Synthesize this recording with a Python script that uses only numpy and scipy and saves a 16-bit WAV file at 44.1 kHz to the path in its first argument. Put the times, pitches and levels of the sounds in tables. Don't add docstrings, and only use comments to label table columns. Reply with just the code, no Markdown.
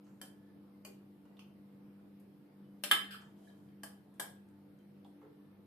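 import sys
import numpy as np
from scipy import signal
from scipy.fft import rfft, irfft
from scipy.io import wavfile
from scipy.ndimage import uniform_filter1d

SR = 44100
rng = np.random.default_rng(int(sys.argv[2]) if len(sys.argv) > 2 else 0)


def voltage_ratio(decibels):
    exponent = np.asarray(decibels, float) / 20
    return 10 ** exponent


def generate_wav(sig):
    pcm = np.round(np.clip(np.atleast_2d(sig).T, -1, 1) * 32767).astype(np.int16)
    wavfile.write(sys.argv[1], SR, pcm)


N = 249606

# mode in Hz, level in dB, t60 in s.
WALL_MODES = [(1654, -11, 0.059), (1710, -5.5, 0.15), (3120, -2, 0.23), (4850, -8.5, 0.16),
              (10500, -24, 0.086), (13600, -31, 0.22)]


def evened(x):
    return x / np.sqrt(np.mean(x ** 2) + 1e-20)


def read(points, hz):
    f, value = np.transpose(points)
    return np.interp(np.log(hz + 1), np.log(f + 1), value)


def add(mix, s, sound):
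    part = mix[:, round(s * SR):][:, :sound.shape[1]]
    part += sound[:, :part.shape[1]]


def fuzzy(hz, width_hz, size):
    r = np.exp(-np.pi * width_hz / SR)
    settle = SR // 4
    slow = rng.standard_normal(size + settle) + 1j * rng.standard_normal(size + settle)
    slow = signal.lfilter([1], [1, -2 * r, r * r], slow)[settle:]
    carrier = np.exp(2j * np.pi * hz * np.arange(size) / SR)
    return evened((slow * carrier).real)


def kitchen(count):
    # frequency in Hz, t60 in s.
    decay = [(300, .5), (1060, 0.35), (2790, 0.35), (7350, 0.27), (14000, 0.25)]
    size = SR * 3 // 4
    taps = np.zeros((count, 2, size))
    slots = np.arange(130, size - 16, 16)
    at = slots + rng.integers(0, 16, (count, 2, len(slots)))
    np.put_along_axis(taps, at, rng.choice([-1., 1.], at.shape), 2)
    hz, t, z = signal.stft(taps, SR, nperseg=256)
    fall_db = -60 * t / read(decay, hz)[:, None]
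    fade = voltage_ratio(fall_db) + voltage_ratio(-16.0 + 0.66 * fall_db)
    tail = signal.istft(z * fade, SR, nperseg=256)[1]
    return tail / np.linalg.norm(tail, axis=2, keepdims=True)


def in_room(direct, tail, room_db):
    wet = signal.fftconvolve(direct.mean(0)[None], tail, axes=1)
    extra = wet.shape[1] - direct.shape[1]
    return voltage_ratio(room_db) * wet + np.pad(direct, ((0, 0), (0, extra)))


def ring(modes, t, spread):
    hz, db, t60 = np.transpose(modes)[:, :, None]
    lag = np.minimum(spread * hz / 3000, 2.5) * rng.uniform(-1.0, 1, hz.shape)
    fade = voltage_ratio(db - 60 * t / t60) * np.minimum(t / 0.00028, 1)
    return np.array([(fade * np.sin(2 * np.pi * hz * t + side * lag)).sum(0) for side in (-.5, .5)])


def crack(colour, t, t60):
    hz = np.fft.rfftfreq(len(t), 1 / SR)
    mid, side = rfft(rng.standard_normal((2, len(t)))) * voltage_ratio(read(colour, hz))
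    side = side * np.minimum(0.19 + hz / 6000, 1.1)
    noise = irfft(np.array([mid + side, mid - side]), len(t))
    return evened(noise) * voltage_ratio(-60 * t / t60) * np.minimum(t / .0007, 1)


def colour_of(modes, broad, broad_db, ripple_db, over_counter):
    # centre in Hz, half width in Hz, depth in dB.
    dips = [(4640, 110, -14.5), (6360, 300, -11.5), (13400, 240, -8)]
    peak_share, peak_db = 0.12, -9
    hz = np.geomspace(100, 16000, num=400)
    mode_hz, db, _ = np.transpose(modes)[:, :, None]
    peaks = voltage_ratio(2 * (db - db.max() + peak_db)) / (1 + ((hz - mode_hz) / (peak_share * mode_hz)) ** 4)
    power = peaks.sum(0) + voltage_ratio(2 * (read(broad, hz) + broad_db))
    dips_db = sum(depth_db * np.exp(-((hz - dip_hz) / width_hz) ** 2) for dip_hz, width_hz, depth_db in dips)
    uneven_db = dips_db * over_counter + ripple_db * np.minimum(hz / 4000, 1)
    return np.transpose([hz, uneven_db + 10 * np.log10(power)])


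def fridge():
    # line in Hz, steady rms in dB, wavering rms in dB, waver width in Hz.
    lines = [(99, -80, -82, 4), (145.3, -85, -74, 7), (199.7, -60.3, -69, 6), (294.5, -66.5, -71, 8),
             (344.5, -78, -78, 5), (441, -86, -84, 4), (490, -81, -84, 4), (882, -92, -90, 6)]
    t = np.arange(N) / SR
    steady = sum(voltage_ratio(db) * np.sqrt(2) * np.sin(2 * np.pi * (hz * t + rng.random())) for hz, db, _, _ in lines)
    waver = sum(voltage_ratio(db) * fuzzy(hz, width_hz, N) for hz, _, db, width_hz in lines)
    return (steady + waver) * voltage_ratio([[.2], [-.2]])


def air():
    # frequency in Hz, density in dB per Hz.
    hiss = [(15, -31), (30, -15), (60, -21), (95, -6.5), (150, 2), (250, 0.5), (350, -3), (546, -10),
            (884, -15.5), (2000, -23.5), (5190, -33), (6300, -40.5), (8000, -39.5), (9500, -34.5),
            (14000, -30.5)]
    # frequency in Hz, likeness of the channels (0 to 1).
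    likeness = [(25, 0.33), (60, 0.79), (150, 0.86), (300, 0.65), (700, 0.48), (2000, 0.037), (8000, 0.064)]
    level_db = -64
    frames, hz = N // 512 + 5, np.fft.rfftfreq(2048, 1 / SR)
    a, b, c, d, patches = rng.standard_normal((frames, 1025, 5)).T
    patches = evened(uniform_filter1d(uniform_filter1d(patches, 24, 0), 8, 1))
    same = np.clip(read(likeness, hz), -1, 1)[:, None]
    left = a + 1j * b
    right = same * left + np.sqrt(1 - same ** 2) * (c + 1j * d)
    z = np.array([left, right]) * voltage_ratio(read(hiss, hz)[:, None] + 1.5 * patches)
    return voltage_ratio(level_db) * evened(signal.istft(z, nperseg=2048, noverlap=1536)[1][:, :N])


def singing():
    # start in seconds, length in seconds, pitch in Hz, rms in dB.
    tones = [(.37, .22, 1735, -85), (.7, .15, 2100, -88), (.68, .15, 1050, -87), (1.25, .1, 1950, -89),
             (2.6, .2, 3000, -94), (5.25, .35, 1760, -90)]
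    out = np.zeros((2, N))
    for s, length_s, hz, db in tones:
        size = round(length_s * SR)
        tone = fuzzy(hz, 40, size) * signal.windows.tukey(size, .6)
        add(out, s, np.ones((2, 1)) * voltage_ratio(db) * tone)
    return out


def drag():
    # time in seconds, level in dB.
    course = [(3.301, -78), (3.352, -90), (3.37, -79), (3.376, -74.5), (3.482, -68), (3.544, -82),
              (3.564, -74.5), (3.721, -84)]
    # frequency in Hz, density in dB per Hz.
    rustle_colour = [(290, -35), (500, -18), (522, -15), (646, 3.5), (835, -13.5), (1700, -25),
                     (2100, -24.5), (12300, -24.5), (15000, -38)]
    slips_per_s, pressed_t60_s = 500, 0.021
    out, t = np.zeros((2, N)), np.arange(SR // 20) / SR
    s, level_db = np.transpose(course)
    u = np.arange(s[0], s[-1], 1 / SR)
    slips = (rng.random(len(u)) < slips_per_s / SR) * voltage_ratio(3.6 * rng.exponential(1, len(u)))
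    slips = slips * rng.choice([-1, 1], len(u))
    glass = ring(WALL_MODES, t, 1.5) * voltage_ratio(-60 * t / pressed_t60_s)
    rub = signal.fftconvolve(slips[None], glass, axes=1)[:, :len(u)]
    rustle = crack(rustle_colour, u - s[0], 100)
    add(out, s[0], (voltage_ratio(-10.0) * evened(rub) + voltage_ratio(-3) * rustle) * voltage_ratio(np.interp(u, s, level_db)))
    return out


def plops():
    # start in seconds, rms in dB, pitch in Hz, t60 in s.
    lumps = [(0.874, -58, 382, .11), (1.9893, -75, 1428, 0.052), (2.239, -69.5, 398, 0.23),
             (3.1424, -44.5, 1294, 0.034), (5.05, -60.5, 830, 0.098), (5.226, -55.5, 431, 0.24),
             (5.387, -69.5, 960, 0.11)]
    # start in seconds, rms in dB, pitch in Hz.
    pings = [(1.255, -77, 2860), (3.445, -75, 3190), (3.473, -69, 1700), (3.481, -72, 3870),
             (4.79, -79.5, 3110)]
    # start in seconds, rms in dB, centre in Hz, t60 in s.
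    ticks = [(.04, -84.5, 6920, 0.69), (.0662, -69, 4770, 0.016), (1.2526, -62, 1130, 0.039),
             (1.368, -66, 3360, 0.037), (2.1977, -73, 10850, 0.079), (3.209, -75.5, 7480, .26),
             (3.3651, -74, 3300, 0.029), (4.14, -78, 9000, .1), (4.487, -68, 9000, .012),
             (4.788, -69, 6800, 0.0093), (5.0461, -59.5, 3370, 0.017), (5.06, -84, 9150, 0.2)]
    # start in seconds, rms in dB, centre in Hz, t60 in s.
    squelches = [(.0662, -71.5, 1100, 0.23), (3.19, -66, 1100, 0.43), (3.5, -71, 644, 0.34),
                 (5.213, -64.5, 904, 0.26), (5.25, -69, 996, .06)]
    out, t = np.zeros((2, N)), np.arange(SR // 4) / SR
    # (t60 s,) sharpness (pitch over width), puff dB
    rows = [(*row, 5.5, -22) for row in lumps]
    rows += [(*row, 0.11, 22, -2) for row in pings]
    rows += [(*row, 2.4, -7.5) for row in ticks]
    rows += [(*row, 1, -16) for row in squelches]
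    for s, db, hz, t60, sharp, puff_db in rows:
        puff = voltage_ratio(puff_db - 60 * t / 0.017) * rng.standard_normal((2, len(t)))
        body = voltage_ratio(-60 * t / t60) * fuzzy(hz, hz / sharp, len(t))
        add(out, s, voltage_ratio(db) * (body + puff) * np.minimum(t / 0.0015, 1))
    return out


def salad():
    return in_room(plops() + drag() + singing(), kitchen(count=1)[0], 0.43)[:, :N]


def spoon():
    # start in seconds, crack in dB, ring in dB, broad part in dB, left over right in dB.
    knocks = [
        (0.2143, -41.5, -49.5, 8, -0.5),
        (0.8494, -43.5, -51, 3, 2),
        (1.3921, -52.5, -67.5, -16.5, -1.5),
        (2.8366, -30.5, -44.5, 0, 3.3),
        (2.9127, -24, -20, -2.5, -0.8),
        (3.108, -47.5, -53.5, -3.5, 3),
        (3.8338, -40, -52.5, 3, 1),
        (4.1973, -32.5, -42.5, 4, 2),
    ]
    # pitch in Hz, level in dB, t60 in s.
    bowl = [(734, -10.5, 0.052), (830, -6, 0.064), (960, -2.5, 0.06), (1203, -14.5, .12),
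            (1400, -10, 0.039), (1450, -29, 0.059), (1679, -1, 0.13), (1632, -3.5, 0.15),
            (1940, -16.5, 0.042), (2570, -19, 0.033), (3154, -7, 0.48), (3440, -3.5, 0.054),
            (4850, -14.5, 0.17), (5300, -17.5, 0.087), (8180, -7, 0.047), (10100, -12, 0.15),
            (10630, -11, 0.17), (14200, -14.5, 0.18)]
    rim = [(241.1, -33.5, 0.099), (838, -24, .2), (1174, -18.5, .13), (1255, -15.5, 0.22),
           (1305, -12, 0.27), (1671, -2.5, 0.081), (1750, -11, 0.072), (1816, -11.5, .1), (2034, -16, 0.23),
           (1910, -22, 0.08), (2053, -25.5, 0.14), (2501, -16.5, 0.11), (3090, -0.5, 0.19),
           (3180, -9, 0.067), (3500, -10.5, 0.17), (3170, -16, .1), (3400, -13, 0.07), (4284, -22, 0.17),
           (5000, -24.5, 0.59), (6570, -31.5, 0.18), (7504, -25, 0.11), (7430, -20.5, 0.044),
           (8320, -29, 0.13), (9173, -19, 0.15), (10300, -30, 0.38), (10650, -17.5, 0.23),
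           (11086, -21.5, 0.48), (12300, -31, 0.3), (12360, -25, .2), (14600, -18, .2)]
    edge = [(590, -5, 0.24), (1246, -10, 0.24), (1600, -4, 0.059), (2176, -5.5, 0.049), (2730, 3, 0.063),
            (3580, 3.5, 0.058), (5460, -2, 0.05), (7610, -9.5, .15), (8350, -8.5, .06), (10050, -1, 0.13),
            (12690, -5.5, 0.054)]
    base = [(692, -9, 0.16), (830, -2.5, .1), (1662, -4, 0.051), (1646, 3.5, 0.11), (1155, -15, 0.088),
            (1300, -24, 0.092), (3080, 0, 0.046), (4860, -2.5, 0.12), (8800, -10.5, 0.088),
            (10060, -5, 0.33), (11900, -18.5, .15), (13950, -4, 0.11)]
    plate = [(1080, -9, 0.055), (2430, -4.5, 0.22), (2870, -1, 0.1), (4546, -4.5, 0.17), (6800, -5, 0.057),
             (7600, -10, 0.082)]
    heap = [(1100, 2, 0.037), (2860, 4.5, 0.057), (4400, -8.5, .04), (5660, -11, .03)]
    # frequency in Hz, density in dB per Hz.
    bowl_broad = [(200, -39.5), (380, -19.5), (600, -6.5), (1400, -9.5), (2400, -21.5), (5400, -16.5),
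                  (9500, -12.5), (14300, -15)]
    rim_broad = [(150, -24.5), (950, -26.5), (1500, -6.5), (2350, -11.5), (3300, -7), (4900, -15),
                 (5900, -27.5), (8500, -15)]
    edge_broad = [(200, -45.5), (440, -25.5), (800, -12.5), (2000, -6.5), (3500, -2.5), (7100, -13),
                  (10400, -11), (14300, -11)]
    plate_broad = [(300, -41), (650, 0), (1200, -11), (2000, -12), (3600, -19.5), (4600, -22), (6500, -18),
                   (12000, -12.5)]
    struck = [(WALL_MODES, bowl_broad), (plate, plate_broad), (heap, plate_broad), (edge, edge_broad),
              (rim, rim_broad), (WALL_MODES, rim_broad), (base, bowl_broad), (bowl, bowl_broad)]
    crack_t60_s, longer_per_db = .045, 0.072
    room_usual_db, room_rebound_db, rebound_s = -1.5, 9.5, .25
    out, t = np.zeros((2, N)), np.arange(SR // 2) / SR
    ripple_db = 4 * rng.standard_normal(size=400)
    grip = voltage_ratio(-60 * t / 0.32)
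    last_s, last_db = -1, 0
    for row, (modes, broad), tail in zip(knocks, struck, kitchen(count=len(knocks))):
        s, crack_db, ring_db, broad_db, pan_db = row
        colour = colour_of(modes, broad, broad_db, ripple_db, broad is not plate_broad)
        rebound = s - last_s < rebound_s and crack_db < last_db
        room_db = room_rebound_db if rebound else room_usual_db
        last_s, last_db = s, crack_db
        t60 = crack_t60_s * np.exp(longer_per_db * (crack_db + 33))
        twins = ring(modes, t, 2.5) + 0.46 * ring(np.multiply(modes, [1.008, 1, .6]), t, 4.5)
        burst = crack(colour, t, t60)
        murmur = voltage_ratio(-7) * crack(colour, t, 0.18)
        hollow = voltage_ratio(-15 - 60 * t / 0.088) * fuzzy(637.6, 160, len(t)) * np.minimum(t / 0.0063, 1)
        hollow = (broad is bowl_broad) * hollow
        direct = voltage_ratio(crack_db) * (burst + murmur + hollow) + voltage_ratio(ring_db) * grip * twins
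        add(out, s, in_room(direct * voltage_ratio([[pan_db / 2], [-pan_db / 2]]), tail, room_db))
        thud = voltage_ratio(-26.5 - 60 * t / 0.6) * fuzzy(275, 350, len(t)) * np.minimum(t / 0.0013, 1)
        add(out, s, voltage_ratio(crack_db) * np.array([thud, thud]))
    return out


def scene():
    high_pass = signal.butter(2, 170, "high", fs=SR, output="sos")
    return signal.sosfilt(high_pass, spoon() + salad()) + fridge() + air()


def starved(x, quiet_db, masked_db, cut_db):
    hz, _, z = signal.stft(np.array([x[0] + x[1], x[0] - x[1]]) / 2, SR, nperseg=1024)
    power = uniform_filter1d(abs(z) ** 2, size=3, axis=2) + 1e-20
    band = uniform_filter1d(power, size=5, axis=1)
    around = uniform_filter1d(power, size=60, axis=1)
    floor = np.maximum(voltage_ratio(2 * quiet_db), around * voltage_ratio(2 * masked_db))
    dropped = (band < floor) & (hz[:, None] > 2500)
    mid, side = signal.istft(z * np.where(dropped, voltage_ratio(cut_db), 1), SR, nperseg=1024)[1][:, :N]
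    return np.array([mid + side, mid - side])


def roll_off(x):
    return signal.sosfilt(signal.butter(12, 15320, fs=SR, output="sos"), x)


def record(dry):
    edge_hz = 14330
    hz = np.fft.rfftfreq(N, 1 / SR)
    limit_db = np.interp(hz, edge_hz + np.array([-40, 60, 1000, 3000]), [0, -30, -46, -70])
    thinned = starved(dry, quiet_db=-118.5, masked_db=-10, cut_db=-16)
    return roll_off(irfft(rfft(thinned) * voltage_ratio(limit_db), N))


dry = scene()
out = record(dry)
generate_wav(out)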